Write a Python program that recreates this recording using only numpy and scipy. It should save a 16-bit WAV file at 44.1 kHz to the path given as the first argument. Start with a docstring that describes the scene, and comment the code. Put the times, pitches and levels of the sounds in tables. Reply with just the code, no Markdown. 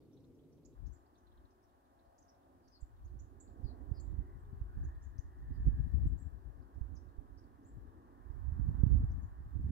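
"""Buntings in gusty wind

Buntings call from bare trees: sharp "tsik" notes, a few buzzy falling ones and faint far twitter, each a
fluttering tone of the syrinx scattered by twigs and trunks. For the first 0.75 s a dull rumble fills the
background; then the scene changes and a distant road is heard, where engines drone and tyres roar. Gusts buffet
two spaced microphones in turn."""
import sys
import numpy as np
from scipy import signal
from scipy.fft import rfft, irfft
from scipy.io import wavfile
from scipy.ndimage import uniform_filter1d

SR = 44100
rng = np.random.default_rng(int(sys.argv[2]) if len(sys.argv) > 2 else 0)


def dump(signal):
    """Clip the signal to [-1, 1] and save it as 16-bit WAV at the path in sys.argv[1]."""
    limited = np.clip(np.atleast_2d(signal).T, -1, 1)
    pcm = np.round(limited * 32767).astype(np.int16)
    wavfile.write(sys.argv[1], SR, pcm)


N = 428211
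TIME = np.arange(N) / SR
BINS = np.fft.rfftfreq(N, 1 / SR)

# spectrum of the dull opening rumble: f/Hz, level/dB (levels in all tables are relative)
OPENING_SPECTRUM = [(20, -25), (55, -8.5), (150, 1.5), (205, -11), (265, 3), (450, -6.5), (650, -19.5),
                    (1100, -28.5), (3000, -54.5)]
# gusts: peak t/s, rise/s, fall/s, left level/dB, right level/dB
GUSTS = [(0.852, 0.13, 0.13, -39.5, -53), (1.411, 0.32, 0.094, -55.5, -62.5),
         (3.06, 0.26, 0.09, -45.5, -61.5), (3.17, 0.35, 0.32, -55.5, -45.5),
         (3.642, 0.094, 0.12, -60, -37.5), (4.129, 0.53, 0.22, -77, -34.5), (4.6, 0.59, 0.34, -39.5, -46),
         (4.78, 0.047, 0.25, -32.5, -33.5), (5.141, 0.21, 0.18, -42, -72),
         (5.398, 0.13, 0.51, -46.5, -58.5), (5.679, 0.3, 0.17, -65.5, -28),
         (5.949, 0.48, 0.42, -27.5, -41.5), (6.059, 0.046, 0.066, -39, -27),
         (6.512, 0.28, 0.23, -44.5, -65), (6.782, 0.06, 0.86, -60.5, -41.5),
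         (7.751, 0.05, 0.18, -40, -50.5), (8.399, 0.2, 0.52, -55, -34.5), (8.66, 0.18, 0.3, -39.5, -28.5),
         (8.93, 0.31, 0.21, -62, -22), (8.95, 0.22, 0.45, -30, -49.5), (9.692, 0.39, 1, -38.5, -30)]
# breeze between gusts: left level/dB, right level/dB
BREEZE = (-72, -82.5)
# spectra of a light buffet, a hard buffet and microphone hiss: f/Hz, level/dB
LIGHT_BUFFET_SPECTRUM = [(10, -35.5), (30, -14.5), (56, 0.5), (85, -8.5), (130, -16.5), (200, -46),
                         (1000, -76)]
HARD_BUFFET_SPECTRUM = [(10, -31), (30, -14.5), (56, 8), (90, -0.5), (150, -13), (280, -21), (450, -40.5),
                        (2500, -98.5)]
HISS_SPECTRUM = [(2500, 1.5), (6000, -3), (9500, -4), (12500, -2), (15500, -6)]
# sharp calls: t/s, length/s, start f/Hz, turning f/Hz, level/dB, left minus right/dB
SHARP_CALLS = [(0.126, 0.018, 4970, 6050, -83.5, 0), (0.525, 0.011, 4600, 6200, -82, 0),
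               (0.653, 0.011, 4600, 7570, -67.5, -14), (0.862, 0.016, 4050, 6900, -77, -7),
               (0.924, 0.029, 6100, 7500, -75.5, -18), (1.18, 0.01, 5100, 6600, -81.5, -8),
               (1.63, 0.018, 4900, 5900, -85, 2), (2.184, 0.011, 4700, 7500, -72, -2),
               (2.224, 0.0083, 5170, 6400, -74.5, -4), (2.283, 0.022, 4830, 5800, -74.5, -3),
               (2.681, 0.0059, 4300, 6400, -72.5, -7), (2.809, 0.0091, 6570, 7730, -69.5, 6),
               (3.049, 0.017, 6060, 6600, -80, -3), (3.194, 0.013, 5570, 7140, -68.5, -12),
               (3.404, 0.01, 6800, 7550, -60, -10), (4, 0.014, 6240, 7720, -66.5, 7),
               (4.394, 0.015, 8200, 7500, -85, -5), (4.841, 0.019, 6300, 6700, -75, -22),
               (5.022, 0.031, 5370, 7370, -76, -5), (5.184, 0.011, 4800, 7000, -67.5, -1),
               (6.071, 0.013, 6800, 7960, -80.5, -2), (6.179, 0.052, 6970, 7700, -75, -7),
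               (6.955, 0.025, 6500, 5300, -74, 0), (7.376, 0.022, 5120, 5530, -77, 1),
               (7.648, 0.049, 6600, 7750, -77.5, -10), (9.112, 0.015, 4800, 6400, -81, -13.5),
               (9.222, 0.016, 6430, 7000, -79.5, -6)]
# ticks of far birds: t/s, level/dB, f/Hz
FAR_TICKS = [(0.172, -73.5, 3860), (0.2443, -76, 3900), (0.392, -78, 3480), (1.156, -75.5, 3880),
             (1.27, -76.5, 3920), (1.3189, -77, 3640), (1.3763, -76, 3630), (1.4554, -78, 3900),
             (1.509, -79, 5540), (1.9939, -77, 3950), (3.4785, -76.5, 4330), (7.44, -79, 4650),
             (8.9151, -76.5, 3144)]
# passing vehicles: nearest t/s, half length/s, engine level/dB, exhaust level/dB, tyre level/dB
VEHICLES = [(1.085, 0.8, -71.5, -79, -81.5), (2.196, 0.5, -98, -73.5, -89), (2.521, 0.16, -68.5, -75, -92),
            (3.752, 0.28, -56.5, -69, -73.5), (4.27, 0.53, -66.5, -89, -72.5),
            (4.871, 0.19, -69, -80.5, -71.5), (5.633, 0.56, -68.5, -81.5, -73.5),
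            (6.641, 1, -64.5, -78, -74.5), (7.742, 0.55, -61, -82.5, -84),
            (8.851, 0.71, -65.5, -88.5, -66.5)]
# steady traffic farther off: engine level/dB, exhaust level/dB, tyre level/dB
FAR_TRAFFIC = (-77.5, -87, -76.5)
# spectra of engine rumble, tyre roar, tyre whine and exhaust drone: f/Hz, level/dB
RUMBLE_SPECTRUM = [(20, -21), (50, -4.5), (88, 6), (130, -7.5), (190, -8), (275, 4.5), (370, -6), (450, -8),
                   (700, -22), (1000, -57.5)]
ROAR_SPECTRUM = [(300, -14), (500, -8), (750, 3), (1120, 3.5), (1350, -4), (1800, -18), (2300, -31),
                 (4000, -43)]
WHINE_SPECTRUM = [(1100, -30), (1400, 2), (1550, 6.5), (1750, 2.5), (1950, -3), (2200, -14.5), (3000, -25),
                  (5000, -42)]
DRONE_SPECTRUM = [(350, -26.5), (560, -3), (630, -7.5), (685, -2), (740, -4), (820, -6.5), (1200, -44.5)]
# tracks of the narrow tyre whine and of one far engine's note: t/s, f/Hz, level/dB
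WHINE_TRACK = [(3.4, 1697, -100), (4.34, 1940, -83.5), (4.5, 1600, -92), (4.72, 1524, -75),
               (4.88, 1720, -74.5), (5.07, 1758, -80), (5.5, 1810, -77), (5.75, 1680, -73.5),
               (5.95, 1800, -80.5), (6.75, 1586, -88.5), (8.2, 1748, -85)]
ENGINE_TRACK = [(1.8, 700, -105), (1.96, 699, -78), (2.08, 662, -77), (2.23, 686, -73.5), (2.9, 697, -100)]
# tones of a far machine's hum: f/Hz, level/dB
HUM_TONES = [(355, -75.5), (391, -80.5)]
# envelope of that hum: t/s, level/dB
HUM_ENVELOPE = [(1.6, -3), (2.15, -14), (3.7, 2), (4.3, 4.5), (5.2, -4)]
# buzzy calls: t/s, length/s, start f/Hz, end f/Hz, level/dB, left minus right/dB
BUZZY_CALLS = [(2.619, 0.081, 5140, 4880, -89, -7), (2.711, 0.077, 5410, 4490, -72.5, 9),
               (3.631, 0.097, 4930, 4270, -75.5, 16), (3.936, 0.08, 5200, 4580, -75.5, 5),
               (5.524, 0.069, 5200, 4600, -86, 2)]
# single hard eddies: t/s, level/dB, microphone (0 left, 1 right)
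HARD_EDDIES = [(2.83, -35, 1), (3.657, -30.5, 1), (3.918, -23.5, 1), (4.081, -30.5, 1), (4.618, -28, 1),
               (5.192, -28.5, 0), (5.676, -21, 0), (5.804, -21, 0), (6.072, -22.5, 0), (6.815, -28.5, 1),
               (7.188, -33, 1), (8.306, -31, 1), (8.486, -29, 1), (8.525, -26, 1), (8.599, -21.5, 1),
               (8.69, -20, 1), (8.837, -13, 1), (8.868, -18.5, 1), (8.952, -20.5, 1), (9.04, -19.5, 1),
               (9.647, -23.5, 1)]


def amp(db):
    """Amplitude ratio of a level in decibels."""
    return 10 ** (np.asarray(db) / 20)


def unit(x):
    """Normalisation to rms 1."""
    return x / np.sqrt(np.mean(x ** 2) + 1e-20)


def colour(x, spectrum):
    """Spectral shaping, interpolated over log frequency, at rms 1."""
    hz, db = np.transpose(spectrum)
    return unit(irfft(rfft(x) * amp(np.interp(np.log(BINS + 1), np.log(hz), db)), N))


def drift(rate_hz):
    """Low-pass noise: a random wander of rms 1."""
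    return unit(irfft(rfft(rng.standard_normal(N)) * np.exp(-(BINS / rate_hz) ** 2), N))


def add(mix, s, sound):
    """Superposition of a stereo sound on the mix at time s."""
    part = mix[:, max(round(s * SR), 0):][:, :sound.shape[1]]
    part += sound[:, :part.shape[1]]


def far_noise(spectrum, shared_power, lag_s):
    """Partial coherence: the microphones share part of the noise, the left receiving it lag_s later."""
    shared, left, right = rng.standard_normal((3, N))
    late = irfft(rfft(shared) * np.exp(-2j * np.pi * BINS * lag_s), N)
    return np.array([colour(np.sqrt(shared_power) * common + np.sqrt(1 - shared_power) * own, spectrum)
                     for common, own in ((late, left), (shared, right))])


def opening_rumble(level_db=-62):
    """Low-frequency noise, heard in the centre because it reaches both microphones at once."""
    return amp(level_db) * far_noise(OPENING_SPECTRUM, shared_power=0.76, lag_s=0)


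def wind_level(side, range_db=19.5):
    """Level in dB at one microphone: gusts grow and decay exponentially, adding in power to a breeze."""
    t = TIME[::64]
    power = amp(BREEZE[side]) ** 2
    for s, rise, fall, *level_db in GUSTS:
        away = np.maximum((s - t) / rise, (t - s) / fall)
        power = power + amp(level_db[side] - range_db * away) ** 2
    return np.interp(TIME, t, 10 * np.log10(power))


def buffet(wind_db, light_db=-52, hard_db=-29, steadiness=0.43):
    """Turbulent pressure on a microphone: the harder the eddies hit, the higher their rumble reaches."""
    lumps_db = 3.8 * drift(24)
    eddies = rng.standard_normal(N)
    hardness = np.clip((wind_db + 2 * lumps_db - light_db) / (hard_db - light_db), 0, 1)
    rumble = (1 - hardness) * colour(eddies, LIGHT_BUFFET_SPECTRUM)
    rumble += hardness * colour(eddies, HARD_BUFFET_SPECTRUM)
    # the gust and its lumps, more than the single eddy, set the strength
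    power = signal.oaconvolve(rumble ** 2, signal.windows.hann(SR // 20), "same")
    return amp(wind_db) * unit(amp(lumps_db) * rumble / abs(power) ** (steadiness / 2))


def hiss(rumble_db, floor_db=-86, high_hiss_gain_db=-63, exponent=0.51):
    """Microphone self-noise, and a faint high hiss that rises and falls with the low rumble's level."""
    envelope = uniform_filter1d(amp(rumble_db), SR // 8) ** exponent
    high_hiss = colour(rng.standard_normal(N),
                       [(500, 13), (3000, 2.5), (6000, -2.5), (10000, -3.5), (15000, 3.5)])
    self_noise = colour(rng.standard_normal(N), HISS_SPECTRUM)
    return amp(floor_db) * self_noise + amp(high_hiss_gain_db) * envelope * high_hiss


def flutter(t, rate_hz, uneven):
    """Quasi-periodic modulation: the quick, irregular tremor of a syrinx."""
    wobble = unit(uniform_filter1d(rng.standard_normal(SR // 8), 130))[:len(t)]
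    return np.sin(2 * np.pi * (np.cumsum(rate_hz * (1 + uneven * wobble)) / SR + rng.random()))


def whistle(hz, taper):
    """A pure tone with soft ends, whose phase is the integral of its frequency."""
    return unit(np.sin(2 * np.pi * np.cumsum(hz) / SR) * signal.windows.tukey(len(hz), taper))


def through_trees(note, level_db, pan_db, scatter_db, t60, twigs_db=11, twigs_t60=0.027):
    """Multipath scattering: direct sound, a quick spray off near twigs and a tail from farther trees."""
    t = np.arange(SR // 3) / SR
    fade = np.hypot(amp(-60 * t / t60), amp(twigs_db - 60 * t / twigs_t60))
    paths = rng.standard_normal((2, len(t))) * fade
    paths *= amp(scatter_db) / np.linalg.norm(paths[0])
    sides = unit(amp([pan_db / 2, -pan_db / 2]))
    paths *= np.sqrt(sides)[:, None]
    paths[[0, 1], rng.integers(0, 12, 2)] += sides  # direct sound
    heard = signal.fftconvolve(note[None], paths, axes=1)
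    return amp(level_db) * heard * np.linalg.norm(note) / np.linalg.norm(heard)


def flock(level_db=-83, until_s=8.6, count=42):
    """Faint twitter, ever sparser, blurred because scattered sound outweighs direct sound."""
    out = np.zeros((2, N))
    t = np.arange(SR // 100) / SR
    for k, (jitter, pitch, softness) in enumerate(rng.random((count, 3))):
        s = until_s * ((k + jitter) / count) ** 2
        hz = (3600 + 2400 * pitch ** 3) * (1 + .12 * flutter(t, 400, uneven=.4))
        note = whistle(hz, taper=.6)
        add(out, s, through_trees(note, level_db - 4 * softness, pan_db=0, scatter_db=10, t60=.3))
    return out


def sharp_calls(gain_db=4.0, lead_s=.004, turn_at=0.4, settle=0.46, quiver=0.038):
    """Frequency modulation: a rasping tone whips to its turning pitch and settles part of the way back."""
    out = np.zeros((2, N))
    for s, length, start, turn, db, pan in SHARP_CALLS:
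        t = np.arange(-lead_s, length, 1 / SR)
        arch = np.interp(t, [-lead_s, 0, turn_at * length, length],
                         [max(turn, start), start, turn, start + settle * (turn - start)])
        depth = quiver * (7700 / turn) ** 2  # low calls are rougher
        rasp = flutter(t, 380, uneven=0.22) + .4 * flutter(t, 830, uneven=0.57)
        swell = np.interp(t, [0, turn_at * length], [0.61, 1])
        note = whistle(arch * (1 + depth * rasp), taper=0.2) * swell
        add(out, s - lead_s, through_trees(note, db + gain_db, pan, scatter_db=3, t60=0.29))
    return out


def far_ticks(gain_db=-1, length_s=.009, sweep=0.065, quiver=0.093):
    """Far birds give tiny chirps of random slope, smeared in time by scattering."""
    out = np.zeros((2, N))
    t = np.arange(int(length_s * SR)) / SR
    for (s, db, hz), slope in zip(FAR_TICKS, rng.standard_normal(len(FAR_TICKS))):
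        glide = sweep * slope * (2 * t / length_s - 1)
        note = whistle(hz * (1 + glide + quiver * flutter(t, 370, uneven=0.54)), taper=0.35)
        add(out, s - length_s / 2, through_trees(note, db + gain_db, pan_db=0, scatter_db=7, t60=0.2))
    return out


def traffic_gains(falloff=1.92):
    """Engine, exhaust and tyre amplitudes: vehicles fade with distance and add incoherently, in power."""
    t = TIME[::64]
    power = amp(FAR_TRAFFIC)[:, None] ** 2
    for s, half_length, *voices_db in VEHICLES:
        distance = np.hypot(1, (t - s) / half_length)  # 1 at closest approach
        power = power + (amp(voices_db)[:, None] / distance ** falloff) ** 2
    return [np.interp(TIME, t, np.sqrt(voice)) for voice in power]


def vehicle_tone(track, width_hz, lag_s):
    """Narrow-band noise on a carrier that slides and swells with a vehicle's speed."""
    s, hz, db = np.transpose(track)
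    carrier = np.exp(2j * np.pi * np.cumsum(np.interp(TIME, s, hz)) / SR)
    band = amp(np.interp(TIME, s, db)) * ((drift(width_hz) + 1j * drift(width_hz)) * carrier).real
    return np.array([np.roll(band, round(lag_s * SR)), band])


def machine_hum():
    """A far machine's two tones waver under random amplitude and frequency modulation."""
    hum = np.zeros(N)
    for hz, db in HUM_TONES:
        gain = amp(db + 3.3 * drift(6.9))
        phase = 2 * np.pi * np.cumsum(hz + 7 * drift(14)) / SR
        hum += gain * unit(np.sin(phase))
    return hum * amp(np.interp(TIME, *np.transpose(HUM_ENVELOPE)))


def road(rumble_db=-.5, roar_db=0.1, whine_db=-11, lag_s=0.00049):
    """Engines low down, tyres above; the difference in arrival time places them to the right."""
    engines, exhausts, tyres = traffic_gains()
    rumble = engines * amp(rumble_db + drift(9.9)) * far_noise(RUMBLE_SPECTRUM, 1.0, lag_s)
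    roar = tyres * amp(roar_db + .5 * drift(3.8)) * far_noise(ROAR_SPECTRUM, 0.57, lag_s)
    whine = tyres * amp(whine_db + drift(16.0)) * far_noise(WHINE_SPECTRUM, 0.78, lag_s)
    drone = exhausts * far_noise(DRONE_SPECTRUM, 0.31, lag_s)
    tones = vehicle_tone(WHINE_TRACK, 175, lag_s) + vehicle_tone(ENGINE_TRACK, 24, lag_s)
    return rumble + roar + whine + drone + tones


def buzzy_calls(gain_db=3, buzz_hz=200, swing=0.069, loudest_at=.57, ends_db=-9):
    """Fast modulation of frequency and amplitude gives a falling whistle sidebands, heard as a buzz."""
    out = np.zeros((2, N))
    for s, length, start, end, db, pan in BUZZY_CALLS:
        t = np.arange(int(length * SR)) / SR
        buzz = flutter(t, buzz_hz, uneven=.2)
        hz = np.linspace(start, end, len(t)) * (1 + swing * buzz)
        swell = amp(np.interp(t / length, [0, loudest_at, 1], [ends_db, 0, ends_db]))
        note = unit(whistle(hz, taper=0.32) * swell * (1 - .5 * buzz))
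        add(out, s, through_trees(note, db + gain_db, pan, scatter_db=-3, t60=0.24))
    return out


def eddy_thumps(gain_db=2.5, sag=0.21, peak_cycles=0.47):
    """Damped oscillation: an eddy shoves one microphone, quicker when harder, slowing as it dies."""
    out = np.zeros((2, N))
    t = np.arange(SR // 8) / SR
    for s, db, side in HARD_EDDIES:
        hz = 210 * amp(db) ** (1 / 3)
        cycles = hz * t / (1 + sag * hz * t) ** .5
        swell = (cycles / peak_cycles * np.exp(1 - cycles / peak_cycles)) ** 3
        swing = amp(db + gain_db) * swell * np.sin(2 * np.pi * (cycles + rng.random()))
        add(out, s - peak_cycles / hz, np.outer([side == 0, side == 1], swing))
    return out


def scene(road_start_s=0.745):
    """Superposition: wind and birds over a background that switches abruptly from a dull rumble to road and
    hum."""
    road_in = np.clip((TIME - road_start_s) * 100, 0, 1)  # 10 ms crossfade
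    background = (1 - road_in) * opening_rumble() + road_in * (road() + machine_hum())
    near_noise = np.array([buffet(db) + hiss(db) for db in map(wind_level, range(2))]) + eddy_thumps()
    return background + near_noise + sharp_calls() + buzzy_calls() + far_ticks() + flock()


def record(dry):
    """Band limiting by a linear-phase low-pass filter, with a soft start and stop."""
    cutoff_hz = 15850
    soft_ends = signal.windows.tukey(N, .001)
    low_pass = signal.firwin(511, cutoff_hz, window=("kaiser", 9), fs=SR)
    return signal.oaconvolve(dry * soft_ends, low_pass[None], "same")


dry = scene()
out = record(dry)
dump(out)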